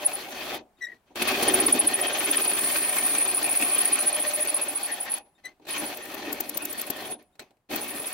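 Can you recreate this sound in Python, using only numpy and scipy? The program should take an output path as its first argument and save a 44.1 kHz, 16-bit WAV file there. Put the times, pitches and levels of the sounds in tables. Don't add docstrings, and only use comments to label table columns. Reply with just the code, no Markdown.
import sys
import numpy as np
from scipy import signal
from scipy.fft import rfft, irfft
from scipy.io import wavfile
from scipy.ndimage import uniform_filter1d

SR = 44100
rng = np.random.default_rng(int(sys.argv[2]) if len(sys.argv) > 2 else 0)


def wrap_up_sound(samples):
    columns = np.atleast_2d(samples).T
    tamed = np.clip(columns, -1, 1)
    steps = np.round(tamed * 32767).astype(np.int16)
    wavfile.write(sys.argv[1], SR, steps)


def ratio(d):
    e = np.asarray(d, float) / 20
    return 10 ** e


N = 358533
T = np.arange(N) / SR
HZ = np.maximum(np.arange(N // 2 + 1) * SR / N, 1)
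E_FOLDS = np.log(1000)


def over_hz(table):
    f, value = np.transpose(table)
    return np.interp(np.log(HZ), np.log(f), value)


def over_time(table):
    return np.interp(T, *np.transpose(table))


def unit(x):
    return x / np.sqrt(np.mean(x ** 2))


def colour(x, table):
    return irfft(rfft(x) * ratio(over_hz(table)), N)


def walk(rate):
    k = int(SR / rate)
    held = np.repeat(rng.standard_normal(N // k + 1), k)
    return unit(uniform_filter1d(uniform_filter1d(held, k), k)[:N])


def ring(x, hz, t60):
    pole = np.exp(2j * np.pi * hz / SR - E_FOLDS / (t60 * SR))
    return signal.lfilter([1 - abs(pole)], [1, -pole], x)


def burst(start, length, rise, fall):
    out = np.zeros(N)
    part = slice(max(int((start - rise) * SR), 0), int((start + length + 12 * fall) * SR))
    t = T[part] - start
    attack = np.clip(t / rise + 1, 0, 1) ** 2
    out[part] = attack * np.exp(-np.clip(t - length, 0, None) / fall)
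    return out


# f/Hz, left-right correlation
LIKENESS = [(60, .73), (150, .94), (350, .92), (640, .85), (1410, .45), (3100, .27), (5500, .27),
            (8000, -.2)]
# f/Hz, left minus right/dB
LEAN = [(200, .5), (380, 0), (900, 1.5), (2400, 2.5), (8000, 0.5), (15000, 0)]


def ports(make):
    like = np.clip(over_hz(LIKENESS), -.95, .95)
    mid = np.sqrt((1 + like) / 2) * rfft(make())
    side = np.sqrt((1 - like) / 2) * rfft(make())
    lean = ratio(over_hz(LEAN) / 2)
    return np.array([irfft((mid + side) * lean, N), irfft((mid - side) / lean, N)])


def teeth(spread_db):
    size_db = spread_db * np.minimum(rng.exponential(size=N // 8 + 1), 3)
    return rng.standard_normal(N) * ratio(np.repeat(size_db, 8)[:N])


def panel(spectrum, modes, cycles, spread_db, sweet=()):
    swell = [ratio(db + 4.0 * walk(30) + 1.5 * walk(4)) for _, db in modes]

    def strike():
        x = teeth(spread_db)
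        out = x
        for gain, (hz, _) in zip(swell, modes):
            out = out + gain * ring(x, hz, cycles / hz).real * 2
        for hz, db, strongest, lasting in sweet:
            fed = ratio(db) * np.exp(-((T - strongest) / lasting) ** 2)
            out = out + fed * ring(x, hz, 38 / hz).real * 2
        return colour(out, spectrum)
    return unit(ports(strike))


# full speed t/s, released t/s, spin-up/s
RUNS = [
    (0.0, .574, .01),
    (1.163, 5.18, .016),
    (5.69, 7.122, .03),
    (7.712, 8.2, .026),
]
# t/s, bite of the teeth/dB, flex of the sheet/dB
PUSH_1 = [(0.0, -43, -4.5), (0.03, -39, -3), (0.312, -42.5, -1), (0.55, -35.5, 0), (0.56, -40, 6)]
PUSH_2 = [(1.17, -37.5, -3.5), (1.22, -30, -3), (1.55, -29.5, 0), (1.9, -36.5, 1), (2.3, -33, -6),
          (3.37, -37.5, -1.5), (3.68, -35.5, -4.5), (4.55, -38, -7), (5.16, -43.5, -4.5)]
PUSH_3 = [(5.7, -37.5, -7), (5.85, -37.5, 0), (6.02, -45.5, 0), (6.27, -41.5, 3.5), (6.45, -44.5, 3),
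          (6.76, -43.5, 0), (6.96, -43.5, 0.5), (7.12, -42.5, 5.5)]
PUSH_4 = [(7.715, -36.5, 5), (7.739, -35, 3.5), (7.853, -41.5, 0.5), (8.13, -40.5, -5)]
LAYER_DB = [-3, -2, 1.92, -11.5]
FLEX_SHARE = [0.93, 0.49, 0.011, 0.0084]
BOUND_DB = [0.1, 0.57, 0.073, 8.8]
RING_OUT_T60_S = [0.22, 0.24, 0.11, 0.035]
RUB_DB = [-2, -3.5, 0, -23]
# t/s, length/s, level/dB
RUBS = [
    (0.788, 0.064, -63),
    (0.884, 0.066, -61),
    (1.068, 0.059, -68.5),
    (5.258, 0.0077, -69),
    (5.385, .012, -64.5),
    (5.447, 0.045, -55),
    (5.625, 0.045, -62.5),
    (7.195, 0.0067, -59),
    (7.401, 0.019, -49),
]


def effort(gate):
    s, bite_db, flex_db = np.concatenate([PUSH_1, PUSH_2, PUSH_3, PUSH_4]).T
    bite_db, flex_db = np.interp(T, s, bite_db), np.interp(T, s, flex_db)
    bound = uniform_filter1d(gate, int(.25 * SR))
    scuff = sum(ratio(db) * burst(a, length, 0.017, 0.17 / E_FOLDS) for a, length, db in RUBS)
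    gains = []
    for db, share, bound_db, t60, rub_db in zip(LAYER_DB, FLEX_SHARE, BOUND_DB, RING_OUT_T60_S, RUB_DB):
        driven = sum(burst(a, b - a, rise, t60 / E_FOLDS) for a, b, rise in RUNS)
        push = ratio(bite_db + db + share * flex_db + bound_db * bound)
        gains.append(push * driven + ratio(rub_db) * scuff)
    return gains


# f/Hz, density/dB per Hz
DEEP = [(20, -16.5), (60, -9), (170, -6.5), (230, -2.5), (400, -1.5), (480, -2), (900, -55)]
UPPER = [(100, -76.5), (300, -43), (450, -4), (560, -0.5), (850, -4), (1000, -3.5), (1600, -53)]
CHATTER = [(150, -78), (600, -9.5), (950, -10), (2500, -2), (4600, -11.5), (5400, -10.5), (6200, -13.5),
           (8500, -25), (13000, -93.5)]
HISS = [(2500, -85.5), (5000, -9), (7000, -14.5), (8600, -6.5), (10500, 0), (13000, -2), (15800, -2.5),
        (16000, -99)]
# f/Hz, level over the broad response/dB
DEEP_MODES = [(255, -5), (305, 8.5), (370, 5)]
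UPPER_MODES = [(605, 3), (725, 1.5), (790, 2.7)]
CHATTER_MODES = [(1085, 8.1), (1155, 7.5), (1275, 7.1), (1460, 1), (1575, 1.6), (1835, 9.7), (2210, 0.42),
                 (2545, 6.8), (3140, 3.2), (3420, 2.4), (3640, 0.63), (4185, 6), (4420, 6.9), (6145, 6)]
# f/Hz, level/dB, strongest t/s, lasting/s
SWEET = [(366, 15.5, 1.7, 0.8), (262, 5.5, 1.8, 0.29), (706, 0, 1.8, 0.48), (710, 4, 3.6, 0.37),
         (302, 9.5, 1.6, .15), (376, 12, 3.25, .15), (604, 13.5, 4.42, 0.24), (608, 7.5, 2.1, 0.17),
         (345, 8.5, 4.35, 0.53), (810, 4, 6.2, 0.34), (809, 14.5, 4.96, 0.39), (298, 4, 7.6, .15),
         (2453, 9, 3.65, 0.62)]
# f/Hz, level/dB, t60/s
WING = [(230.3, 0, 0.29), (290.5, -0.5, 0.37), (383.2, -7, 0.6), (617, -3.5, 0.29), (728, -2.5, 0.59),
        (753, -2, 0.31), (904, -15.5, 0.54), (1136, -10.5, 0.22)]
# t/s, level/dB
EASE = [(0, -3.5), (1.4, 2.5), (1.7, -3), (2.2, -2.5), (3, -3), (3.8, -1), (4.5, -1), (5.9, -2), (6.8, 0.5),
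        (8.1, -0.5)]
# t/s, level/dB
THUMP = [(0, 0.12), (1.3, 0.11), (2, 1.5), (2.8, 0.1), (3.6, 1.8), (4.1, 3), (4.7, 3.5), (5.1, 2.5),
         (6, 0.095), (8.1, 0.1)]
# t/s, peak level/dB
CATCHES = [(1.1968, -22), (1.219, -18.5), (1.47, -18.5), (1.497, -12.5), (1.682, -17), (1.7511, -25),
           (1.8758, -25.5), (2.0349, -23), (2.0978, -24), (2.1492, -20.5), (2.206, -18), (2.379, -16),
           (2.45, -26), (2.513, -28.5), (2.7594, -23), (2.9299, -33), (3.1504, -15), (3.2542, -21.5),
           (3.3794, -37), (3.4662, -26.5), (3.6024, -29), (3.6243, -16), (3.9586, -29), (4.1646, -30)]


def cutting(gate):
    deep_gain, upper_gain, chatter_gain, hiss_gain = effort(gate)
    swing = uniform_filter1d(gate, int(0.0014 * SR)) - uniform_filter1d(gate, int(.12 * SR))
    load = over_time(EASE) * swing + .3 * walk(45)
    thump = over_time(THUMP) * np.interp(T + 0.024, T, swing)

    deep = panel(DEEP, DEEP_MODES, 16.2, 4.5, [m for m in SWEET if m[0] < 450])
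    deep = deep * deep_gain * ratio(1.8 * load + 0.66 * thump + 0.73 * walk(35))
    upper = panel(UPPER, UPPER_MODES, 29, 1.9, [m for m in SWEET if 450 < m[0] < 1000])
    upper = upper * upper_gain * ratio(1.4 * load + 0.52 * thump + 0.49 * walk(35))
    boom = deep + upper
    wing = sum(ratio(db) * ring(boom, hz, t60).real for hz, db, t60 in WING)
    boom = boom + ratio(3) * wing

    chatter = panel(CHATTER, CHATTER_MODES, 33, 2.5, [m for m in SWEET if m[0] > 1000]) * chatter_gain
    catches = sum(ratio(db - 12.5) * burst(s, 0.00069, 0.0007, 0.0078) for s, db in CATCHES)
    rattle = ratio(1.7 * load + .7 * walk(60) + 1.3 * walk(220))
    chatter = chatter * (rattle + catches / chatter_gain.clip(1e-4))

    hiss = unit(ports(lambda: colour(teeth(spread_db=5.0), HISS)))
    arbor = sum(ratio(db) * ring(rng.standard_normal((2, N)), 7550, t60).real
                for db, t60 in [(9.2, 0.014), (5.3, 0.022)])
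    hiss_load = ratio(6.0 + 4.6 * swing + 2.7 * load + 1.9 * walk(43))
    return boom + chatter + (hiss + arbor) * hiss_gain * hiss_load


# first bind t/s, last bind t/s, turns
SPELLS = [(.051, .133, 2), (1.219, 1.274, 2), (1.426, 1.479, 2), (1.538, 1.724, 4), (1.792, 1.941, 3),
          (2.01, 2.305, 6), (2.358, 2.643, 6), (2.708, 2.882, 4), (2.972, 3.207, 5), (3.276, 3.341, 2),
          (3.429, 3.614, 4), (3.712, 3.848, 3), (3.92, 4.752, 13), (4.831, 5.003, 3), (5.097, 5.097, 1),
          (5.706, 5.855, 3), (5.947, 6.023, 2), (6.545, 6.698, 3), (6.778, 6.867, 2), (6.965, 7.054, 2),
          (7.101, 7.101, 1), (7.809, 7.949, 3), (8.058, 8.128, 2)]
# t/s, squeal level/dB, share of a turn bound (0-1)
GRIP = [
    [(.051, -18.5, 0.24), (.133, -28.5, .27)],
    [(1.4, -32, .22), (1.52, -18.5, 0.25), (2.3, -24, 0.33), (2.43, -24, 0.73), (2.9, -25.5, 0.9),
     (3.16, -23, .95), (3.21, -23.5, 0.7), (3.28, -24, .62), (3.35, -24.5, 0.57), (3.6, -25, .85),
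     (3.8, -20.5, 0.62), (4.75, -25.5, 0.41), (5.0, -30, 0.35), (5.1, -31, 0.6)],
    [(5.7, -28.5, 0.45), (5.86, -31, .34), (5.95, -40, 0.15), (6.03, -39, .2), (6.54, -34, 0.2),
     (6.78, -33.5, 0.3), (6.96, -49, 0.1), (7.1, -32, 0.8)],
    [(7.81, -33.5, 0.4), (7.95, -36.5, 0.9), (8.06, -26, 0.32)],
]
# t/s, pitch shift/Hz, rise within a bind/Hz per ms
SEAT = [(0, 30, 1), (1.5, 0, 2.5), (2.4, 0, 3), (2.9, -30, 0), (3.22, -60, 0), (3.35, 0, 5.5),
        (4.5, 0, 5.5), (4.9, 0, 2), (5.1, 60, 6), (5.7, 0, 1), (7.06, 0, 1), (7.1, -240, -1), (7.8, 0, 1)]


def binds():
    coasting_turn_s = .105
    s = np.concatenate([np.linspace(a, b, n) for a, b, n in SPELLS])
    turn = np.concatenate([[(b - a) / (n - 1) if n > 1 else coasting_turn_s] * n for a, b, n in SPELLS])
    at, db, share = np.concatenate(GRIP).T
    chance = rng.standard_normal((len(s), 2)).T
    share = np.where(turn == coasting_turn_s, .45, np.interp(s, at, share))
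    length = np.clip(share, .05, .95) * np.minimum(np.diff(s, append=9), .095)
    level = np.interp(s, at, db) + .8 * chance[0]
    seat_s, shift_hz, glide_hz_per_ms = np.transpose(SEAT)
    hz = np.interp(s, seat_s, shift_hz) + 9700 + 9.5 * (1000 * turn - 60) + 25 * chance[1]
    glide = np.interp(s, seat_s, glide_hz_per_ms) * 1000 * length / 2
    return np.transpose([s, length, level, hz - glide, hz + glide])


def binding():
    gate, gain, points = np.zeros(N), np.zeros(N), []
    for s, length, db, hz0, hz1 in binds():
        part = slice(max(int((s - .01) * SR), 0), int((s + length + .08) * SR))
        t = T[part] - s
        shape = np.clip(t / .005 + .8, 0, 1) ** 2 * np.exp(-np.clip(t - length + .003, 0, None) / .005)
        gate[part] += shape
        gain[part] += shape * ratio(db - 2.5)
        reach = .3 * (hz1 - hz0)
        points += [(s, hz0 - reach, ratio(db / 2)), (s + length, hz1 + reach, ratio(db / 2))]
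    s, hz, force = np.transpose(points)
    pitch = np.interp(T, s, hz) + 330 * np.interp(T, s, force) * walk(280)
    return np.minimum(gate, 1), gain, pitch


# f/Hz, level/dB
CUP = [(9460, 7), (9580, 1), (9710, 6), (9800, 0), (9890, 3), (10000, 0), (10260, 6)]
# t/s, peak level/dB
GRABS = [(1.4273, -19), (1.482, -10), (1.5395, -7), (1.599, -10.5), (1.6622, -9), (1.728, -10),
         (1.795, -7.5), (1.871, -6), (1.9344, -20.5), (2.0112, -14.5), (2.0773, -29), (2.1332, -38),
         (2.189, -26), (2.2514, -16), (2.3095, -12), (2.368, -11.5), (2.418, -14), (2.4749, -13),
         (2.5313, -15), (2.5876, -16.5), (2.65, -20), (2.7143, -27), (2.7732, -38), (3.0607, -11),
         (3.0915, -21), (3.1802, -14), (3.2788, -19), (3.3424, -13.5), (3.372, -15.5), (3.441, -13),
         (3.4952, -20), (3.513, -15), (3.5589, -16), (3.619, -16.5), (3.693, -17.5), (3.744, -13),
         (3.783, -12), (3.8513, -11.5), (3.9286, -15.5), (3.9899, -33), (4.0658, -22), (4.0855, -25),
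         (4.1336, -26.5), (4.1546, -17), (4.2025, -25.5), (4.2218, -18), (4.2663, -23.5), (4.3446, -19),
         (4.401, -22.5), (4.4793, -20), (4.541, -17), (4.6125, -18), (4.6819, -21), (4.7552, -18),
         (4.832, -20), (4.92, -20), (5.0066, -19), (5.1159, -17), (5.137, -16), (7.996, -25)]


def squeal(gain, hz):
    slip = np.exp(2j * np.pi * np.cumsum(hz) / SR)
    modes = slip + sum(ratio(db) * ring(slip, f, .03) for f, db in CUP)
    turned = np.exp(1j * (1.9 + .1 * walk(12) + .4 * walk(160))) * modes
    tone = np.array([modes.real, turned.real])
    tone = tone / np.sqrt(uniform_filter1d(np.mean(tone ** 2, axis=0), int(.008 * SR)))

    scrape_shape = [(8900, -61.5), (9400, 0.0), (9800, 3.0), (10600, -10.5), (11200, -14), (12500, -50)]
    scrape = unit(colour(rng.standard_normal((2, N)), scrape_shape))
    grabs = sum(ratio(db - 6.5) * burst(s + 0.0024, 0.0039, 0.0024, .006) for s, db in GRABS)
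    flutter = ratio(3.0 * walk(190))
    tone = np.maximum(gain * flutter, grabs) * (tone + ratio(-8.0) * scrape) + ratio(-16) * grabs * scrape

    lag = T[:SR // 2]
    tail = rng.standard_normal((2, len(lag))) * np.exp(-E_FOLDS * lag / 0.41)
    return tone + ratio(-55.0) * signal.fftconvolve(tone, tail, axes=1)[:, :N]


# t/s, peak level/dB, centre f/Hz, left minus right/dB
CHIPS = [(1.221, -20, 10200, -4), (4.449, -23, 12000, 1.5), (5.1153, -32, 11550, 6.5),
         (5.14, -45, 10300, 0.5), (5.18, -32, 10250, -2), (5.453, -38, 10200, 0), (5.97, -27, 13060, 4),
         (6.0531, -31, 14400, 5), (6.142, -29.5, 13440, 12), (6.326, -20, 13200, 8),
         (6.4037, -14.5, 13700, 5), (6.4925, -20, 11300, 5), (6.572, -17, 14100, 11),
         (6.651, -17.5, 12100, 1), (6.727, -25.5, 13700, 13), (6.813, -19.5, 13700, 7),
         (6.9019, -17, 12100, 7.5), (7.2235, -55, 12000, -6), (7.42, -50, 15500, 0),
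         (7.758, -18, 14400, 6.5), (7.841, -30, 13500, 4), (7.9039, -32, 13500, 8)]


def chips():
    out = 0
    for s, db, hz, pan_db in CHIPS:
        near = hz * np.array([.65, .85, 1, 1.15, 1.5])
        peak = zip(near, [-18.0, -17.5, -4, -12, -18.5])
        shape = [(100, -40), (300, -27), (1500, -31), (5000, -21), *peak]
        scrape = unit(colour(rng.standard_normal((2, N)), shape)) * burst(s + .003, .002, .009, .0025)
        out = out + scrape * ratio(db - 6.0 + np.array([[pan_db], [-pan_db]]) / 2)
    return out


# t/s, length/s, level/dB, f/Hz, overtones/dB
SLIPS = [(0.824, 0.02, -28.5, 1964, -21), (0.841, 0.016, -35.5, 1930, -11), (0.868, 0.008, -34, 1892, -23),
         (0.887, 0.004, -36, 1974, -33), (0.899, .005, -39, 1908, -27), (0.92, 0.003, -34.5, 1912, -37),
         (0.932, .004, -46, 1880, -30), (0.946, 0.0265, -60, 1914, -23), (5.455, 0.015, -33, 2020, -6),
         (5.478, .016, -48, 2070, -12), (5.504, .022, -59, 2010, -16)]
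# t/s, length/s, level/dB, f/Hz
CREAKS = [
    (0.771, 0.015, -67, 3720),
    (5.352, 0.023, -67.5, 3680),
    (7.328, 0.02, -74, 3700),
]


def squeaks():
    s, length, _, hz, _ = np.transpose(SLIPS)
    pitch = np.interp(T, s + length / 2, hz) * (1 + 0.0152 * walk(500))
    phase = 2 * np.pi * np.cumsum(pitch) / SR
    upper = sum(ratio(-5.2 * k + 4.5 * walk(300)) * np.cos((k + 2) * phase + k) for k in range(6))
    rises = np.where(np.diff(s, prepend=0) > .2, 0.021, .004)
    gates = [ratio(db) * burst(a, d, rise, 0.0041) for (a, d, db, _, _), rise in zip(SLIPS, rises)]
    first = sum(gates) * ratio(0.88 * walk(130))
    second = sum(g * ratio(row[4]) for g, row in zip(gates, SLIPS)) * ratio(2.0 * walk(130))
    smear = unit(colour(rng.standard_normal(N), [(1300, -31.0), (1850, 6.0), (2200, -34.0)]))
    out = first * (np.cos(phase) + ratio(-15) * smear) + second * upper

    for s, length, db, hz in CREAKS:
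        phase = 2 * np.pi * np.cumsum(hz + 40 * walk(280)) / SR
        pair = np.cos(phase) + 0.36 * np.cos(2 * phase)
        out = out + ratio(db) * burst(s, length, .003, 0.0029) * pair
    return np.array([out * ratio(1.1), np.roll(out, 1) * ratio(-4.5)])


# t/s, peak level/dB, t60/s, brightness/dB
KNOCKS = [(1.106, -47, 0.28, -17), (1.157, -32, .08, 7.5), (5.598, -49.5, 0.11, -9),
          (5.652, -47, 0.17, 5.5), (5.669, -46, 0.15, 11), (6.405, -30, 0.065, -4), (6.555, -30, 0.072, -8),
          (6.901, -24.5, 0.049, 0), (7.064, -37, 0.091, -8), (7.996, -30.5, 0.074, -6),
          (7.354, -60, 0.14, 8), (7.394, -42, 0.15, 16), (7.507, -54, 0.16, 1), (7.569, -65, 0.12, 3)]


def knocks():
    low = panel(UPPER, UPPER_MODES, 45, spread_db=2.5) + panel(DEEP, DEEP_MODES, 22, spread_db=-6.0)
    rattle_shape = [(700, -20), (1500, 0.0), (5000, -9.0), (16000, -13.0)]
    high = panel(rattle_shape, [(2540, 4.3), (4090, 14), (7800, 4.9)], 70, spread_db=4.5)
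    out = 0
    for s, db, t60, top_db in KNOCKS:
        boom = low * burst(s, 0.0016, 0.0014, t60 / E_FOLDS)
        rattle = ratio(top_db) * high * burst(s, 0.0018, 0.00055, 0.33 * t60 / E_FOLDS)
        out = out + ratio(db - 8.5) * (boom + rattle)
    return out


# f/Hz, density/dB per Hz
AIR = [(18, -34), (30, -2), (328, -7), (473, -11.5), (740, -7.5), (1350, -14.5), (5900, -28.5), (8080, -25),
       (16000, -27.5)]
# t/s, level/dB
BREEZE = [
    (0, 3),
    (1.0, 1),
    (5.3, -1),
    (7.5, -2),
    (7.65, -8.5),
    (8.1, -6),
]


def outdoor_air():
    noise = unit(ports(lambda: colour(rng.standard_normal(N), AIR)))
    return ratio(-69 + over_time(BREEZE)) * noise


def scene():
    gate, gain, hz = binding()
    return cutting(gate) + squeal(gain, hz) + chips() + squeaks() + knocks() + outdoor_air()


def roll_off(x):
    return signal.sosfilt(signal.butter(12, 16830, fs=SR, output="sos"), x)


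def record(dry):
    low_pass = signal.ellip(10, .2, 50, 15900, fs=SR, output="sos")
    mix = signal.sosfilt(low_pass, dry)
    return roll_off(mix)


dry = scene()
out = record(dry)
wrap_up_sound(out)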